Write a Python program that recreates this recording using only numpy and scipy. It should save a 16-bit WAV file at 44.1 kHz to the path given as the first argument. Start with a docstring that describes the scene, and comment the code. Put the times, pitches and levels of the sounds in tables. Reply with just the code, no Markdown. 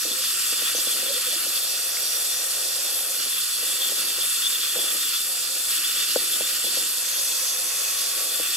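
"""Inside a car, a portable carpet cleaner runs on the floor while its nozzle is dragged over wet carpet.
Air hisses through nozzle and hose, slugs of water splutter in the nozzle slot, and the fan whines
higher when the carpet seals it. A thin air whistle wanders over a faint cabin hum; the hollow plastic
tool and hose rub and knock, and near the end the wet lip squeaks once."""
import sys
import numpy as np
from scipy import signal
from scipy.fft import rfft, irfft, next_fast_len
from scipy.io import wavfile
from scipy.ndimage import uniform_filter1d

SR = 44100
rng = np.random.default_rng(int(sys.argv[2]) if len(sys.argv) > 2 else 0)


def dump(signal):
    """Clip the signal to [-1, 1] and save it as 16-bit WAV at the path in sys.argv[1]."""
    limited = np.clip(np.atleast_2d(signal).T, -1, 1)
    pcm = np.round(limited * 32767).astype(np.int16)
    wavfile.write(sys.argv[1], SR, pcm)


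N = 377496
TIME, FREQ = np.arange(N) / SR, np.arange(N // 2 + 1) * SR / N

# Knocks of tool and hose. Each row: start in seconds, level in dB, main pitch in Hz.
KNOCK_HITS = [(0.052, -30.5, 440), (0.106, -40, 258), (0.524, -31, 640), (0.621, -31.5, 514),
              (0.748, -25.5, 520), (0.782, -29, 546), (0.87, -28, 400), (0.954, -34, 480),
              (1.029, -30, 517), (1.062, -32, 250), (1.465, -33, 400), (3.252, -36, 496), (3.628, -33, 481),
              (3.755, -36, 661), (3.919, -29, 460), (4.184, -32.5, 424), (4.758, -27, 420),
              (4.768, -30, 400), (4.786, -30, 533), (4.825, -39, 600), (4.948, -30, 420), (6.16, -11, 525),
              (6.407, -21, 470), (6.642, -28.5, 313), (6.668, -29.5, 480), (6.771, -26, 398),
              (8.398, -23.5, 430)]


def undb(db):
    """Decibels to gain."""
    return 10 ** (np.asarray(db) / 20)


def unit(x):
    """Scale to rms 1."""
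    return x / np.sqrt(np.mean(x ** 2))


def curves(table):
    """Turn timed rows into automation curves, one for each column after the time."""
    seconds, *columns = np.transpose(table)
    return [np.interp(TIME, seconds, column) for column in columns]


def across(points):
    """Join points into a curve over the spectrum, on a log-frequency axis."""
    hz, value = np.transpose(points)
    return np.interp(np.log(FREQ + 1), np.log(hz), value)


def walk(rate):
    """Smooth random wobble of rms 1, with `rate` new values a second."""
    hold = max(int(SR / rate), 2)
    steps = np.repeat(rng.standard_normal(N // hold + 1), hold)[:N]
    return unit(uniform_filter1d(steps, hold))


def lag(x, seconds):
    """Glide after a control with a time constant."""
    keep = np.exp(-1 / (seconds * SR))
    return signal.lfilter([1 - keep], [1, -keep], x)


def tone(hz):
    """A sine of rms 1 on a moving pitch."""
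    return np.sqrt(2) * np.sin(2 * np.pi * np.cumsum(hz) / SR)


def ring(hz, t60):
    """A struck mode that dies away by 60 dB in t60 seconds."""
    t = TIME[:SR // 4]
    return np.sin(2 * np.pi * hz * t) * np.exp(-np.log(1000) * t / t60)


def resonance(hz, width_hz):
    """Gain curve of a steep resonance."""
    return 1 / (1 + (1.74 * (FREQ - hz) / width_hz) ** 2) ** 2


def add(out, seconds, sound):
    """Mix a short sound in at the given time."""
    start = int(seconds * SR)
    out[start:start + len(sound)] += sound[:N - start]


def stereo(spectrum):
    """Turn a spectrum into direct sound, which reaches left and right with different level and phase."""
    # Each row: frequency in Hz, left minus right in dB.
    balance = [(60, -1), (250, 2), (520, 5), (720, -1.5), (1300, 3), (1900, 4.5), (2700, -1), (3450, 3),
               (4000, 0), (5100, -8), (5800, 1), (8700, -1), (10500, 0.5), (15000, 0)]
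    # Each row: frequency in Hz, lead of the left side in radians.
    phase_lead = [(100, 1.2), (550, -0.14), (780, 2), (1100, 0.4), (1900, -1), (2200, 0.5), (3100, -1.2),
                  (4000, -0.66), (4700, -2.1), (5600, -0.5), (7300, 0.7), (8500, -1.44), (11000, -1.84),
                  (15000, -1.75)]
    left = undb(across(balance) / 2) * np.exp(.5j * across(phase_lead))
    return irfft(spectrum * np.array([left, 1 / left]), N)


def turbulence(colour):
    """Coloured flow noise, part direct and part scattered by the cabin; its mono mix has rms 1."""
    # Each row: frequency in Hz, left-right coherence from 0 to 1.
    coherence = [(100, 0.18), (250, 0.98), (550, 0.89), (800, 0.27), (1200, 0.8), (1900, 0.89),
                 (2150, 0.44), (3450, 1), (4000, 0.46), (5200, 0.35), (7250, 0.82), (9700, 0.49),
                 (10600, 0.81), (15000, 0.65)]
    direct = np.clip(across(coherence), 0, 1)
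    noise = rng.standard_normal((3, len(FREQ))) + 1j * rng.standard_normal((3, len(FREQ)))
    pair = stereo(colour * (np.sqrt(direct) * noise[0] + np.sqrt(1 - direct) * noise[1:]))
    return pair / np.std(pair.mean(axis=0))


def drift(x, shift_hz):
    """Slide the resonances of a noise up and down, as water and the moving lip do."""
    analytic = signal.hilbert(x, next_fast_len(N))[..., :N]
    return np.real(analytic * np.exp(2j * np.pi * np.cumsum(shift_hz) / SR))


def flicker(x, depth_db):
    """Let each treble band of a hiss flutter on its own."""
    # Each entry: centre of a band in Hz.
    centres = [4800, 7500, 10500, 13500]
    spectrum, out = rfft(x), 0
    for share in np.eye(len(centres)):
        band = irfft(spectrum * np.interp(FREQ, centres, share), N)
        out = out + band * undb(depth_db * (walk(9) + walk(28) + walk(80)))
    return out


def nozzle_strokes():
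    """Seal, drag and hose hum glide as the lip settles on the pile; each knock lets air leak in."""
    # Each row: start and end in seconds, seal from 0 to 1, rubbing in dB, hose hum in dB.
    strokes = [(0.0, 0.163, 0, -47.5, -54), (0.155, 0.468, 0.75, -55.5, -60),
               (0.477, 0.999, 0.99, -54.5, -50.5), (1.001, 1.578, 0.68, -54.5, -51),
               (1.575, 2.45, 0, -67, -48.5), (2.448, 3.167, 0.08, -65, -46.5),
               (3.16, 3.297, 0.72, -54, -56), (3.31, 3.557, 0.5, -58, -57.5),
               (3.559, 4.254, 0.67, -53, -49.5), (4.245, 4.744, 0.6, -57, -58.5),
               (4.733, 4.849, 0.94, -52, -44), (4.848, 4.997, 0.94, -54, -52),
               (4.996, 5.2, 0.74, -57, -59.5), (5.194, 5.686, 0, -57.5, -51.5),
               (5.68, 6.144, 1.0, -54.5, -56), (6.135, 6.883, 0.8, -52, -52.5),
               (7.5, 8.1, 0.04, -63, -48.5), (8.1, 8.355, 0.04, -61, -45), (8.35, 8.558, 0.7, -56, -53.5)]
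    idle_rub_db, idle_hum_db = -62.5, -50
    leak_share, leak_s, settle_s = 0.55, 0.05, 0.0278
    seal, drag, hum = np.zeros(N), np.full(N, undb(idle_rub_db)), np.full(N, undb(idle_hum_db))
    for start, end, tightness, rub_db, hum_db in strokes:
        held = (TIME >= start) & (TIME < end)
        seal[held], drag[held], hum[held] = tightness, undb(rub_db), undb(hum_db)
    jolted = np.any([(TIME >= start) & (TIME < start + leak_s) for start, _, _ in KNOCK_HITS], axis=0)
    return lag([seal * (1 - leak_share * jolted), drag, hum], settle_s)


def fan_whine(seal):
    """Blade tone and octave: the seal unloads the fan, so it speeds up, and the whine gets shakier."""
    # The fan with the nozzle open. Each row: time in seconds, blade tone in Hz, level in dB.
    open_fan = [(0.0, 2594, -50), (2.9, 2589, -50.5), (5.6, 2586, -50), (6.6, 2576, -51),
                (7.2, 2573, -48.5), (7.95, 2560, -46), (8.3, 2554, -49)]
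    lift_hz, inertia_s = 120, 0.0672
    open_hz, db = curves(open_fan)
    shake = (0.0012 + 0.0013 * seal) * walk(45)
    hz = (open_hz + lift_hz * lag(seal, inertia_s)) * (1 + shake)
    blade = tone(hz) * undb(db + 5.2 * seal ** 2 + 1.6 * walk(30))
    octave = tone(2 * hz) * undb(-52.5 + 2.5 * walk(14))
    return blade + octave


def air_whistle():
    """A thin, wavering air whistle that grows as it climbs."""
    # Each row: time in seconds, pitch in Hz, level in dB.
    contour = [(0.05, 1082, -58), (0.46, 1044, -62), (1.36, 1055, -59), (2.8, 1067, -57), (3.15, 1092, -56),
               (3.33, 1068, -59), (4.2, 1069, -57), (5.25, 1034, -63), (5.69, 1046, -62), (6.06, 1016, -67),
               (6.94, 1030, -57.5), (8.0, 1107, -48.5), (8.42, 1153, -52)]
    hz, db = curves(contour)
    waver, flutter_db = .0028 * walk(35), 1.4 * walk(24)
    return tone(hz * (1 + waver)) * undb(db + flutter_db)


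def cabin_rumble(seal):
    """A soft, wide bed of low noise that rises with the seal."""
    # Each row: frequency in Hz, relative level in dB.
    colour = [(20, -0.5), (150, -3), (300, 3.5), (1000, -31), (4000, -42)]
    noise = rfft(rng.standard_normal((2, N)))
    return unit(irfft(noise * undb(across(colour)), N)) * undb(-64 + 4 * seal)


def cabin_hum():
    """A faint tone and its octave stand in the cabin; the lower one shifts in stereo phase."""
    # Each row: time in seconds, level in dB, phase between left and right in radians.
    contour = [(0.0, -59, 2.1), (3.1, -57, 1.2), (3.7, -59, 2.4), (4.4, -59, 2.53), (5.6, -61, 2.5),
               (7.0, -61, 2), (8.5, -60, 1.9)]
    db, radians = curves(contour)
    hz = 716 * (1 + .004 * walk(.7) + .004 * walk(25))
    phase = 2 * np.pi * np.cumsum(hz) / SR + np.array([radians, -radians]) / 2
    return (np.sqrt(2) * np.sin(phase) + undb(-3) * tone(2 * hz)) * undb(db + 2 * walk(5))


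def airflow(seal, water):
    """Duct-coloured hiss and rush grow with the seal and surge with each gulp; a sealed throat roars."""
    # Air resonances of nozzle and hose. Each row: centre in Hz, width in Hz, boost or cut in dB.
    duct_bands = [(1407, 440, 6), (1868, 186, 7), (2070, 160, -1.5), (3970, 200, -3.5), (4580, 680, 6.5),
                  (5050, 190, -2.5), (5250, 220, 2.5), (5620, 690, 3.5), (6240, 450, -0.5),
                  (7260, 390, 6.5), (7600, 200, -7.5), (7950, 300, 4), (8550, 370, 6), (9200, 400, 3.5),
                  (9760, 310, -2.5), (10150, 300, -1), (10660, 730, 5.5), (11500, 250, 0), (11800, 520, 4)]
    # The bright hiss and the midrange rush. Each row: frequency in Hz, relative level in dB.
    hiss_colour = [(2000, -29), (3200, -3.5), (4000, 1), (5000, -1), (6300, -1), (7700, 1.5), (9700, 1.5),
                   (11200, 2), (12700, 4.5), (13300, -15.5), (13950, 4.5), (15700, -26)]
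    rush_colour = [(700, -17), (980, -13), (1130, -0.5), (1650, -1), (2080, -0.5), (2450, 5), (2850, 9),
                   (3200, -3), (4000, -25), (6000, -6.5)]
    surge = np.tanh(water / undb(-37))  # levels off for gulps above -37 dB
    hiss_db = -28 + seal + 0.7 * surge
    rush_db = -39 + 3 * seal + 1.1 * surge
    duct = undb(sum(db * 0.5 ** ((2 * (FREQ - hz) / width) ** 2) for hz, width, db in duct_bands))
    hiss = drift(turbulence(duct * undb(across(hiss_colour))), shift_hz=28 * walk(5))
    hiss = flicker(hiss, depth_db=0.7) * undb(hiss_db)
    rush = turbulence(duct * undb(across(rush_colour))) * undb(rush_db + walk(25) + 0.92 * walk(90))
    roar = turbulence(resonance(hz=3000, width_hz=590)) * seal * undb(-41 + 0.9 * walk(45))
    return hiss + rush + roar


def lip_jets():
    """Air squeezing under a lifted lip: wavering bands of hiss that swell quickly and ease slowly."""
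    # Each row: start and end in seconds, centre in Hz, width in Hz, level in dB.
    jets = [(0.0, 0.13, 5900, 550, -35.5), (0.755, 0.803, 6300, 750, -30), (1.66, 3.44, 5810, 548, -38),
            (7.029, 8.35, 6130, 1620, -34), (7.052, 8.391, 10940, 1503, -39), (7.0, 9.1, 2266, 3340, -45)]
    out = 0
    for start, end, hz, width, db in jets:
        progress = np.clip((TIME - start) / (end - start), 0, 1)
        swell = np.sqrt(np.abs(np.sin(np.pi * np.sqrt(progress))))
        waver_db = 1.4 * walk(11)
        out = out + turbulence(resonance(hz, width)) * swell * undb(db + waver_db)
    return drift(out, shift_hz=60 * walk(9))


def pile_rub(drag):
    """The pressed tool slips on the pile with a grainy rub and scuffs at each knock."""
    # Each row: frequency in Hz, relative level in dB.
    colour = [(100, -32), (190, -12.5), (245, 2.5), (285, -4), (325, 5), (420, -2.5), (505, 2), (590, -5),
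              (700, -12), (900, -9), (1300, -30.5)]
    force = drag * undb(walk(8) + 1.6 * walk(25) + 1.6 * walk(110))
    age = TIME[:SR // 4] / 0.006  # a scuff peaks after 6 ms
    for start, db, _ in KNOCK_HITS:
        add(force, start, undb(min(db, -27) - 17) * age * np.exp(1 - age))
    return turbulence(undb(across(colour))) * force


def hose_hum(gain):
    """Noise resonates in hose and tank as a hollow, wavering hum."""
    # Each row: centre in Hz, width in Hz, relative level in dB.
    cavities = [(341, 107, -8.5), (519, 160, -1), (746, 440, -4)]
    colour = sum(undb(db) * resonance(hz, width) for hz, width, db in cavities)
    waver_db = .5 * walk(5) + 1.3 * walk(24)
    return turbulence(colour) * gain * undb(waver_db)


def slot_splutter(seal, water):
    """A trickle and gulps of water chop the air in the half-whistling slot, harder when it is sealed."""
    # Resonances of the wet slot. 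Each row: centre in Hz, width in Hz, relative level in dB.
    slot_bands = [(3460, 550, 12.5), (3000, 1400, -12), (4400, 440, -9.5), (7200, 700, -16)]
    colour = sum(undb(db) * resonance(hz, width) for hz, width, db in slot_bands)
    trickle = undb(-39.5 + 0.5 * seal + walk(22))
    chop_db = (1 + .5 * seal) * (.5 * walk(50) + 1.1 * walk(170))
    noise = drift(turbulence(colour), shift_hz=22 * walk(20)) * undb(-1.3)
    pitched_core = tone(hz=3485 + 75 * walk(140)) * undb(-5 + 1.5 * walk(90))
    return (noise + stereo(rfft(pitched_core))) * np.hypot(trickle, water) * undb(chop_db)


def tool_knocks():
    """Each knock rings the hollow tool, most strongly near its own pitch; the plastic also ticks."""
    # Modes of tool and hose. Each row: pitch in Hz, relative level in dB, 60 dB decay time in seconds.
    modes = [(194, -23, 0.032), (240, -17, 0.06), (365, 3.5, 0.013), (505, -3, 0.058), (564, 20.5, 0.011),
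             (758, 4.5, 0.031)]
    # Each row: start in seconds, level in dB, pitch in Hz.
    ticks = [(1.97, -23, 2190), (6.157, -22, 1440)]
    out = np.zeros(N)
    for start, db, pitch in KNOCK_HITS:
        body = 0
        for hz, mode_db, t60 in modes:
            off_pitch_db = 11 * abs(np.log2(hz / pitch))
            detune = 1 + 0.019 * rng.standard_normal()
            body = body + undb(mode_db - off_pitch_db) * ring(hz * detune, t60)
        cushion = np.clip((-15 - db) / 14, 0, 1)  # the pile softens the attack of light knocks
        attack_s = 0.0028 + 0.001 * cushion
        body = body * (1 - np.exp(-TIME[:len(body)] / attack_s))
        add(out, start, body / np.abs(body).max() * undb(db - 0.79 * cushion))
    for start, db, hz in ticks:
        add(out, start, undb(db) * ring(hz, t60=0.015))
    # the small plastic body radiates no deep bass
    return signal.sosfilt(signal.butter(8, 205, "high", fs=SR, output="sos"), out)


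def water_gulps():
    """Envelope of the water drawn through the slot: each gulp swells, holds and ebbs."""
    # Each row: start in seconds, length in seconds, level in dB.
    gulps = [(0.105, 0.028, -34), (0.234, 0.086, -35), (0.45, 0.07, -36), (0.622, 0.081, -32.5),
             (0.765, 0.06, -38), (0.882, 0.057, -34), (0.97, 0.03, -40), (1.048, 0.049, -37),
             (1.132, 0.046, -32.5), (1.264, 0.066, -36), (1.53, 0.055, -37), (1.62, 0.03, -38),
             (2.977, 0.03, -39), (3.292, 0.06, -35), (3.365, 0.08, -33.5), (3.648, 0.079, -33),
             (3.797, 0.091, -31.5), (3.962, 0.052, -34), (4.077, 0.038, -35), (4.195, 0.055, -32.5),
             (4.294, 0.1, -34), (4.42, 0.067, -29.5), (4.524, 0.04, -31.5), (4.612, 0.037, -30.5),
             (4.67, 0.06, -37), (4.77, 0.098, -32), (4.885, 0.03, -33), (5.008, 0.066, -34.5),
             (5.135, 0.05, -33), (5.693, 0.05, -33.5), (5.758, 0.04, -34), (5.822, 0.14, -36),
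             (5.958, 0.1, -31.5), (6.171, 0.039, -37), (6.322, 0.047, -35), (6.414, 0.1, -35),
             (6.644, 0.075, -38), (6.78, 0.037, -34.5), (8.29, 0.096, -38), (8.42, 0.086, -34.5),
             (8.536, 0.023, -33)]
    edge_s = 0.013  # added at both ends for the fades
    water = np.zeros(N)
    for start, length, db in gulps:
        swell = signal.windows.tukey(int((length + 2 * edge_s) * SR), 0.6)
        add(water, start - edge_s, undb(db) * swell)
    return water


def tool_groans():
    """The dragged tool grips and slips in short, hollow groans."""
    # Each row: start in seconds, length in seconds, pitch in Hz, level in dB.
    groans = [(.14, 0.098, 524, -44.5), (1.065, 0.083, 543, -38.5), (1.134, 0.07, 493, -40),
              (1.251, 0.059, 497, -42.5), (1.305, 0.053, 596, -43), (1.329, 0.068, 319, -48)]
    out = np.zeros(N)
    slip, grip = .055 * walk(400), undb(2.5 * walk(180))
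    for start, length, hz, db in groans:
        swell = np.hanning(int(length * SR))
        span = slice(int(start * SR), int(start * SR) + len(swell))
        add(out, start, tone(hz * (1 + slip[span])) * grip[span] * swell * undb(db))
    return out


def lip_squeak():
    """The wet lip slips with a short, rough, falling squeak."""
    # Each row: start in seconds, length in seconds, first and last pitch in Hz, level in dB.
    squeaks = [(7.115, 0.07, 3420, 3080, -35)]
    out, slip = np.zeros(N), .012 * walk(400)
    for start, length, first_hz, last_hz, db in squeaks:
        swell = np.hanning(int(length * SR))
        hz = np.linspace(first_hz, last_hz, len(swell)) * (1 + slip[:len(swell)])
        add(out, start, tone(hz) * swell * undb(db))
    return out


def scene():
    """Mix the layers: the nozzle's seal drives fan and air, and gulps of water drive the splutter."""
    seal, drag, hose_gain = nozzle_strokes()
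    water = water_gulps()
    cabin = cabin_rumble(seal) + cabin_hum()
    direct = fan_whine(seal) + air_whistle() + tool_knocks() + tool_groans() + lip_squeak()
    suction = airflow(seal, water) + lip_jets() + slot_splutter(seal, water)
    return cabin + stereo(rfft(direct)) + suction + pile_rub(drag) + hose_hum(hose_gain)


def record(dry):
    """A steep low-pass takes off the very top."""
    top_hz = 15700
    return signal.sosfilt(signal.ellip(10, .2, 80, top_hz, fs=SR, output="sos"), dry)


dry = scene()
out = record(dry)
dump(out)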